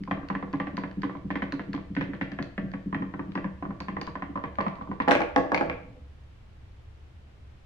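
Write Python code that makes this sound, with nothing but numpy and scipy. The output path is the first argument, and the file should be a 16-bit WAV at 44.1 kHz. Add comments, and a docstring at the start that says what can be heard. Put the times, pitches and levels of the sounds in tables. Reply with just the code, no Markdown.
"""A wooden walking toy waddles down a small wooden ramp on a table, rocking from foot to foot about
four times a second. Each step thuds in the table, rings the plank and clacks in the toy, whose sole
skids and whose loose leg ticks against its stops. At the foot of the ramp it topples onto the table,
bounces and rattles to rest. Blows are decaying wood modes plus bursts of shaped noise, heard by two
close microphones in a small, quiet room."""
import sys
import numpy as np
from scipy import signal
from scipy.fft import rfft, irfft
from scipy.io import wavfile
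from scipy.ndimage import uniform_filter1d

SR = 44100
rng = np.random.default_rng(int(sys.argv[2]) if len(sys.argv) > 2 else 0)


def pcm_store(signal):
    """Save signal as 16-bit PCM."""
    levels = np.round(np.clip(np.atleast_2d(signal), -1, 1) * 32767)
    wavfile.write(sys.argv[1], SR, levels.astype(np.int16).T)


N = 337365
HIT_T = np.arange(SR // 4) / SR  # seconds within one hit

# Footfalls: each rings the plank and clacks in the toy; the plank rings least midway down the ramp, most at its
# free end. Each row: start in seconds, plank level in dB, toy level in dB.
FOOTFALLS = [(0.0755, -31, -46), (0.1111, -22, -21), (0.172, -37.5, -39), (0.23, -39.5, -52),
             (0.3003, -22.5, -28), (0.351, -27, -26.5), (0.426, -28.5, -35.5), (0.478, -45, -53),
             (0.5352, -26.5, -30.5), (0.5999, -24.5, -25), (0.6704, -32, -29.5), (0.7776, -26, -30),
             (0.836, -32, -28.5), (1.0328, -23.5, -26.5), (1.0957, -32.5, -39.5), (1.1512, -34.5, -50),
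             (1.3039, -27.5, -26), (1.3557, -28, -23), (1.4211, -26.5, -24), (1.5279, -32.5, -41.5),
             (1.5945, -36.5, -30.0), (1.7394, -31, -36.5), (1.777, -38.0, -38.5), (1.9657, -40.5, -23),
             (2.01, -32.5, -21.5), (2.1342, -42.5, -33.5), (2.2121, -39, -22.0), (2.319, -49, -33.5),
             (2.388, -32, -27), (2.579, -38, -26), (2.7369, -36, -30.5), (2.927, -25.5, -34.5),
             (2.946, -32.5, -23.5), (3.022, -29, -34.5), (3.1382, -33.0, -35), (3.193, -29.5, -34.0),
             (3.3537, -24, -28.5), (3.3761, -34, -27.5), (3.443, -29.5, -30.5), (3.6248, -28.5, -36.5),
             (3.652, -32, -40), (3.7061, -33.5, -40), (3.8061, -30.5, -39.5), (3.884, -26.5, -28),
             (3.9669, -24.5, -30), (4.015, -32.5, -37), (4.0747, -28, -36.5), (4.154, -27, -30.5),
             (4.222, -25.5, -29.5), (4.356, -22, -37), (4.374, -27.5, -38), (4.4384, -25.5, -28),
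             (4.5853, -17, -30.5), (4.605, -21.5, -25.5), (4.6648, -18.5, -32), (4.784, -38.5, -58),
             (4.8109, -28.5, -47), (4.873, -38, -56), (4.914, -26.5, -39.5), (5.001, -17, -22.5)]
# A usual step along the ramp. Each row: time in seconds, thud in dB, thud centre in Hz, skid in dB.
RAMP_PATH = [(0, -28.5, 210, -52), (1.5, -28.5, 241, -39.5), (2.199, -27.5, 193.5, -37.5),
             (2.75, -26.5, 183, -66.5), (3.4, -27.5, 190, -76), (4.1, -34.5, 183, -58.5),
             (5, -36, 230, -48)]
# Plank ring, toy clack and table thud. Each row: pitch in Hz, relative level in dB, t60 in seconds.
PLANK_MODES = [(502.2, -18.5, 0.12), (810.5, -9, 0.12), (1032.3, 8, 0.044), (1144, -6, 0.17)]
TOY_MODES = [(1538, -9.5, 0.068), (1725, -5.5, 0.074), (1856, 2.5, 0.019), (3134, -17, 0.05)]
THUD_MODES = [(177.6, -4, 0.15), (193.3, -2, 0.24), (284.14, 3.5, 0.19), (327.7, -14.5, 0.27),
              (493.6, -5, 0.17)]
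# Noise of the dull knock, the clack and the skid. Each row: frequency in Hz, relative level in dB.
KNOCK_EQ = [(70, -34.5), (150, -4.5), (290, 0.5), (400, -13.5), (510, -2), (950, -9), (1350, -10),
            (7000, -61.5)]
CLACK_EQ = [(500, -14.5), (1350, -9), (1850, 9.5), (2700, -5), (3200, -15.5), (4100, -24.5), (5500, -32.5),
            (12000, -70)]
SKID_EQ = [(900, -10.5), (2200, 13.5), (2700, 0.5), (3400, 2.5), (5000, -12.5), (8000, -33.5)]


def steps(usual_db=-27, plank_pan_db=-2.5):
    """A foot lands and skids: toy and plank ring at once, the table swells more slowly."""
    out = np.zeros((2, N))
    pan = undb(np.array([[1], [-1]]) * plank_pan_db / 2)
    when, *curves = np.transpose(RAMP_PATH)
    for s, plank_db, toy_db in FOOTFALLS:
        force_db = 10 * np.log10(undb(plank_db) ** 2 + undb(toy_db) ** 2) - usual_db
        thud_db, thud_hz, skid_db = (np.interp(s, when, curve) for curve in curves)
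        plank = pan * ring(repitch(PLANK_MODES), spread=0.62, rise_s=0.00089)
        toy = ring(repitch(TOY_MODES), spread=0.56)
        # a harder contact wakes more of the toy's dense high modes
        toy += undb(-8.5 + 0.25 * force_db) * grain(CLACK_EQ, t60=0.052)
        knock = undb(-34 + 0.72 * force_db) * grain(KNOCK_EQ, t60=0.06, width=0.37)
        thud = ring(favour(THUD_MODES, thud_hz, slope_db=7.5), spread=0.14, rise_s=0.0025)
        thud *= undb(thud_db + 0.51 * force_db)
        skid = undb(skid_db + force_db) * rattle(SKID_EQ, t60=0.097, rough_db=7.5, rise_s=0.0087)
        add(out, s, undb(plank_db) * plank + undb(toy_db) * toy + knock + thud + skid)
    return out


# Soft pushes on the table. Each row: start in seconds, level in dB, centre in Hz.
SOLE_ROLLS = [(0.006, -29.5, 191), (0.305, -31, 278), (0.542, -29, 288), (0.735, -29, 179),
              (0.972, -25.5, 190), (1.043, -27.5, 290), (1.246, -27.5, 183), (1.535, -28.5, 291),
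              (1.685, -27.5, 188), (1.746, -31.5, 270), (1.903, -30, 170), (1.973, -25.5, 276),
              (2.089, -29.5, 287), (2.396, -24.5, 191), (2.632, -25.5, 178), (2.859, -25.5, 178),
              (3, -26.5, 179), (3.282, -30.5, 169), (3.449, -31, 190), (3.687, -28.5, 215),
              (3.926, -32.5, 167), (4.293, -32, 243), (4.666, -29, 171), (4.89, -28, 223),
              (5.621, -30, 175)]


def sole_rolls():
    """The rounded sole rolls over without a click; only the table's low modes answer."""
    out = np.zeros((2, N))
    for s, db, centre_hz in SOLE_ROLLS:
        modes = favour(THUD_MODES, centre_hz, slope_db=14.0)
        add(out, s, undb(db) * ring(modes, spread=0.11, rise_s=0.0022))
    return out


# Leg ticks, on the ramp and in the tumble. Each row: start in seconds, strength in dB.
LEG_TICKS = [(0.036, -57.5), (0.2863, -50), (0.5295, -53.5), (0.769, -42.5), (0.9125, -61), (1.0194, -49),
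             (1.5226, -41), (1.7315, -45.5), (1.951, -53), (2.3178, -54), (2.4257, -43), (2.7162, -57.5),
             (3.319, -60.5), (3.353, -52), (3.8032, -42), (4.0135, -39.5), (4.068, -47.5), (4.555, -61),
             (4.61, -48), (4.7557, -62.5), (5.547, -35), (5.58, -45)]
# The leg's tiny ping. Each row: pitch in Hz, relative level in dB, t60 in seconds.
LEG_MODES = [(4500, 0, 0.007)]
# Its bright buzz and dry snap. Each row: frequency in Hz, relative level in dB.
BUZZ_EQ = [(2000, -8.5), (4500, 0.5), (5200, -13), (6200, -6.5), (8500, -29)]
SNAP_EQ = [(500, -11), (1700, 21), (3200, 8), (6500, -19), (14500, -46.5)]


def leg_ticks(usual_db=-48):
    """The small, hard, loose leg snaps against its stop and buzzes for an instant."""
    out = np.zeros((2, N))
    for s, db in LEG_TICKS:
        ping = undb(db + 8) * ring(repitch(LEG_MODES, scatter=0.035), spread=1.0)
        buzz = undb(db - 6) * grain(BUZZ_EQ, t60=0.046)
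        snap = undb(-32 + 0.6 * (db - usual_db)) * grain(SNAP_EQ, t60=0.013)
        add(out, s, ping + buzz + snap)
    return out


# The body bouncing on the table. Each row: start in seconds, knock in dB, crack in dB.
BODY_HITS = [(5.077, -14, -31.5), (5.083, -19, -15.5), (5.089, -12, -25), (5.11, -13, -7.5),
             (5.117, -14, -8), (5.16, -25, -23), (5.205, -17, -22), (5.361, -9.5, -11),
             (5.383, -19.5, -32.5), (5.518, -15.5, -21.5), (5.61, -15.5, -24.5)]
# The hat knocking as the toy rolls about. Each row: start in seconds, level in dB.
HAT_HITS = [(5.115, -18), (5.152, -14), (5.218, -18.5), (5.545, -12), (5.576, -19), (5.698, -19.5)]


def tumble(calming_db_per_s=57):
    """The toy hits the table with body and hat; the body blows shake its loose parts into a clatter."""
    out = np.zeros((2, N))
    for s, knock_db, crack_db in BODY_HITS:
        calmed_db = calming_db_per_s * (s - BODY_HITS[0][0])  # the toy loses speed
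        clatter = rattle(CRACK_EQ, t60=0.18, rough_db=1.5, rise_s=0.0048)
        blow = table_blow(knock_db, hat_db=crack_db - 16.5, crack_db=crack_db)
        add(out, s, blow + undb(crack_db - 17 - calmed_db) * clatter)
    for s, db in HAT_HITS:
        add(out, s, table_blow(knock_db=db - 4.5, hat_db=db, crack_db=db - 8))
    # the blows carry little deep bass
    return signal.sosfilt(signal.butter(2, 175, "highpass", fs=SR, output="sos"), out)


# Ring of the table top and of the hat. Each row: pitch in Hz, relative level in dB, t60 in seconds.
TABLE_MODES = [(194.2, -9.5, 0.25), (285.4, 3.5, 0.16), (329.7, -10.5, 0.43), (510, -1, 0.21),
               (597.4, -1, 0.16), (687, 2.5, 0.084), (773, 2.5, 0.059), (820, 7.5, 0.071),
               (908, 7.5, 0.027), (1099, 3.5, 0.079), (1680, 1.5, 0.069)]
HAT_MODES = [(2150, 0.5, 0.025), (2287, 2, 0.032), (2420, -0.5, 0.028)]
# The bite of crack and clatter. 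Each row: frequency in Hz, relative level in dB.
CRACK_EQ = [(700, -2.5), (1600, 20), (3000, 3.5), (4800, -5), (6500, -12), (12000, -28.5), (14000, -55)]


def table_blow(knock_db, hat_db, crack_db):
    """One blow of the toy on the bare table: a woody knock, the ring of the hat and a short crack."""
    knock = ring(TABLE_MODES, spread=0.2, rise_s=0.00055)
    knock += undb(-8.5) * grain(KNOCK_EQ, t60=0.1)
    knock += undb(-16) * ring(TOY_MODES, spread=0.9)
    hat = ring(HAT_MODES, spread=0.45)
    crack = grain(CRACK_EQ, t60=0.011)
    return undb(knock_db) * knock + undb(hat_db) * hat + undb(crack_db) * crack


# The last to-and-fro roll, fading to rest. Each row: time in seconds, level in dB.
SETTLING_FADER = [(5.661, -43.5), (5.82, -56.5), (5.98, -54), (6.08, -87)]


def settling():
    """The fallen toy rolls over the grain of the table, which murmurs in its lower modes."""
    bumps = rng.standard_normal((1, N))
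    rolling = signal.fftconvolve(bumps, ring(TABLE_MODES, spread=0.19), axes=1)[:, :N]
    murmur = colour(rolling, [(190, 2.5), (300, -6.0), (500, -6.5), (900, -24)])
    level_db = np.interp(np.arange(N) / SR, *np.transpose(SETTLING_FADER), left=-np.inf, right=-np.inf)
    return undb(level_db) * unit(murmur)


def ring(modes, spread, rise_s=0.00017, scatter_db=1.5, detune=0.003):
    """One blow on a set of modes, weighted anew by each contact; spread parts their phases in stereo."""
    hz, db, t60 = np.transpose(modes)[:, :, None]
    size, shift, turn = rng.standard_normal((3, len(modes), 1))
    envelope = undb(db + scatter_db * size) * fade(HIT_T, t60) * attack(HIT_T, rise_s)
    phase = 2 * np.pi * hz * (1 + detune * shift) * HIT_T
    sound = np.array([(envelope * np.sin(phase + side * spread * turn)).sum(0) for side in (1, -1)])
    return sound / np.abs(sound).max()


def repitch(modes, scatter=0.012):
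    """The toy bears on another spot at each contact, which shifts the modes a little."""
    shift = 1 + scatter * rng.standard_normal()
    return [(hz * shift, db, t60) for hz, db, t60 in modes]


def favour(modes, centre_hz, slope_db):
    """A contact drives best the modes near its own pace; the others lose slope_db an octave."""
    return [(hz, db - slope_db * abs(np.log2(hz / centre_hz)), t60) for hz, db, t60 in modes]


def grain(spectrum, t60, width=0.71):
    """Countless short-lived modes as a noise burst, partly unlike at the two microphones."""
    mid, side = colour(rng.standard_normal((2, len(HIT_T))), spectrum)
    noise = unit(np.array([mid + width * side, mid - width * side]))
    return noise * fade(HIT_T, t60) * (1 - fade(HIT_T, 0.002)) ** 2


def rattle(spectrum, t60, rough_db, rise_s, contacts_per_s=700):
    """Wood skidding or clattering on wood: a dense run of uneven tiny contacts that dies away."""
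    n = len(HIT_T)
    sizes = undb(rough_db * np.repeat(rng.standard_normal(n), SR // contacts_per_s)[:n])
    run = unit(colour(sizes * rng.standard_normal((2, n)), spectrum))
    return run * fade(HIT_T, t60) * attack(HIT_T, rise_s)


# The toy drifts left. Each row: time in seconds, lag of the right microphone in seconds.
RIGHT_LAG = [(0, 0.000018), (5.1, 0.00021)]


def add(out, s, sound):
    """Place a stereo hit at time s; it reaches the right microphone a little later."""
    lag_s = np.interp(s, *np.transpose(RIGHT_LAG))
    for channel, start in enumerate((s, s + lag_s)):
        i = max(int(start * SR), 0)
        part = sound[channel, :N - i]
        out[channel, i:i + len(part)] += part


# Early reflections. Each row: left delay in seconds, right delay in seconds, gain.
WALL_ECHOES = [(.0041, 0.0038, 0.45), (0.016, 0.017, 0.34)]
# Length of the reverb tail. Each row: frequency in Hz, t60 in seconds.
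TAIL_DECAY = [(280, .33), (650, .47), (2500, .45), (12000, .28)]
# Its warm tone. Each row: frequency in Hz, relative level in dB.
TAIL_EQ = [(100, 4.5), (280, 2.5), (420, 5), (600, 1.5), (1000, -5.5), (2000, -4)]


def room(dry, wet_db, build_s):
    """Two near wall echoes, then a diffuse tail whose top end dies first."""
    t = np.arange(SR) / SR
    hz = np.fft.rfftfreq(SR, 1 / SR)
    mid, side = rfft(rng.standard_normal((2, SR)))
    likeness = 0.97 * np.sinc(hz / 1700)  # the bass is alike at both microphones
    noise = mid * np.sqrt(1 + likeness) + np.outer([1, -1], side * np.sqrt(1 - likeness))
    noise *= undb(along(TAIL_EQ, hz))
    centres, t60s = np.transpose(TAIL_DECAY)
    bands = [along(np.c_[centres, share], hz) for share in np.eye(len(t60s))]
    tail = sum(irfft(noise * band, SR) * fade(t, t60) for band, t60 in zip(bands, t60s))
    response = undb(wet_db) * unit(tail * attack(t, build_s)) / np.sqrt(SR)
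    response[:, 0] += 1  # direct sound
    for left_s, right_s, gain in WALL_ECHOES:
        response[[0, 1], [int(left_s * SR), int(right_s * SR)]] += gain
    response = even(response, narrow_hz=40, wide_hz=260)
    return signal.fftconvolve(dry, response, axes=1)[:, :N]


def even(response, narrow_hz, wide_hz):
    """Level the narrow peaks and dips of a one-second response so that no single note sticks out."""
    spectrum = rfft(response)
    power = np.abs(spectrum) ** 2
    narrow, wide = (uniform_filter1d(power, width) + 1e-9 for width in (narrow_hz, wide_hz))
    cepstrum = irfft(np.log(wide / narrow))
    cepstrum[:, 0] /= 2
    cepstrum[:, SR // 2:] = 0  # minimum phase: no pre-ringing
    return irfft(spectrum * np.exp(rfft(cepstrum)))


# Room tone, heavy in the lows. Each row: frequency in Hz, relative level in dB.
ROOM_TONE_EQ = [(22, -5), (75, -1), (115, -2), (170, -16), (700, -28.5), (3000, -36.5), (7500, -52.5),
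                (14500, -65.5)]


def background(air_db=-50.08, drone_db=-53.5):
    """Low rumble of the building with a wavering drone, under faint hiss."""
    mid, side = colour(rng.standard_normal((2, N)), ROOM_TONE_EQ)
    side = colour(side, [(100, -14), (600, 0)])  # nearly mono in the bass
    air = unit(mid + np.outer([1, -1], side))
    drone_band = signal.butter(2, [67, 75], "bandpass", fs=SR, output="sos")
    drone = unit(signal.sosfilt(drone_band, rng.standard_normal(N)))
    return undb(air_db) * air + undb(drone_db) * drone


def undb(db):
    """Decibels to gain."""
    return 10 ** (np.asarray(db) / 20)


def along(points, hz):
    """Read (Hz, value) points on a log-frequency axis."""
    f, value = np.transpose(points)
    return np.interp(np.log(np.maximum(hz, 1)), np.log(f), value)


def colour(x, points):
    """EQ a sound with a (Hz, dB) curve."""
    n = x.shape[-1]
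    return irfft(rfft(x) * undb(along(points, np.fft.rfftfreq(n, 1 / SR))), n)


def unit(x):
    """Scale to rms 1."""
    return x / np.sqrt(np.mean(x ** 2))


def attack(t, rise_s):
    """Smooth onset from 0 to 1."""
    return 1 - np.exp(-(t / rise_s) ** 2)


def fade(t, t60):
    """Exponential decay, 60 dB down at t60."""
    return np.exp(-np.log(1000) * t / t60)


def scene():
    """The toy's walk and fall, heard in the room."""
    toy = steps() + sole_rolls() + leg_ticks() + tumble() + settling()
    return room(toy, wet_db=-5.5, build_s=0.0032) + background()


# Stereo tilt of the microphones. Each row: frequency in Hz, left minus right in dB.
MIC_TILT = [(280, 0), (550, -2.5), (1000, 0), (4500, 0.5)]


def record(dry, top_hz=14800):
    """Each microphone has its own slight colour; a steep low-pass cuts the top."""
    left = colour(dry[0], [(hz, db / 2) for hz, db in MIC_TILT])
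    right = colour(dry[1], [(hz, -db / 2) for hz, db in MIC_TILT])
    return signal.sosfilt(signal.ellip(8, 0.2, 70, top_hz, fs=SR, output="sos"), [left, right])


dry = scene()
out = record(dry)
pcm_store(out)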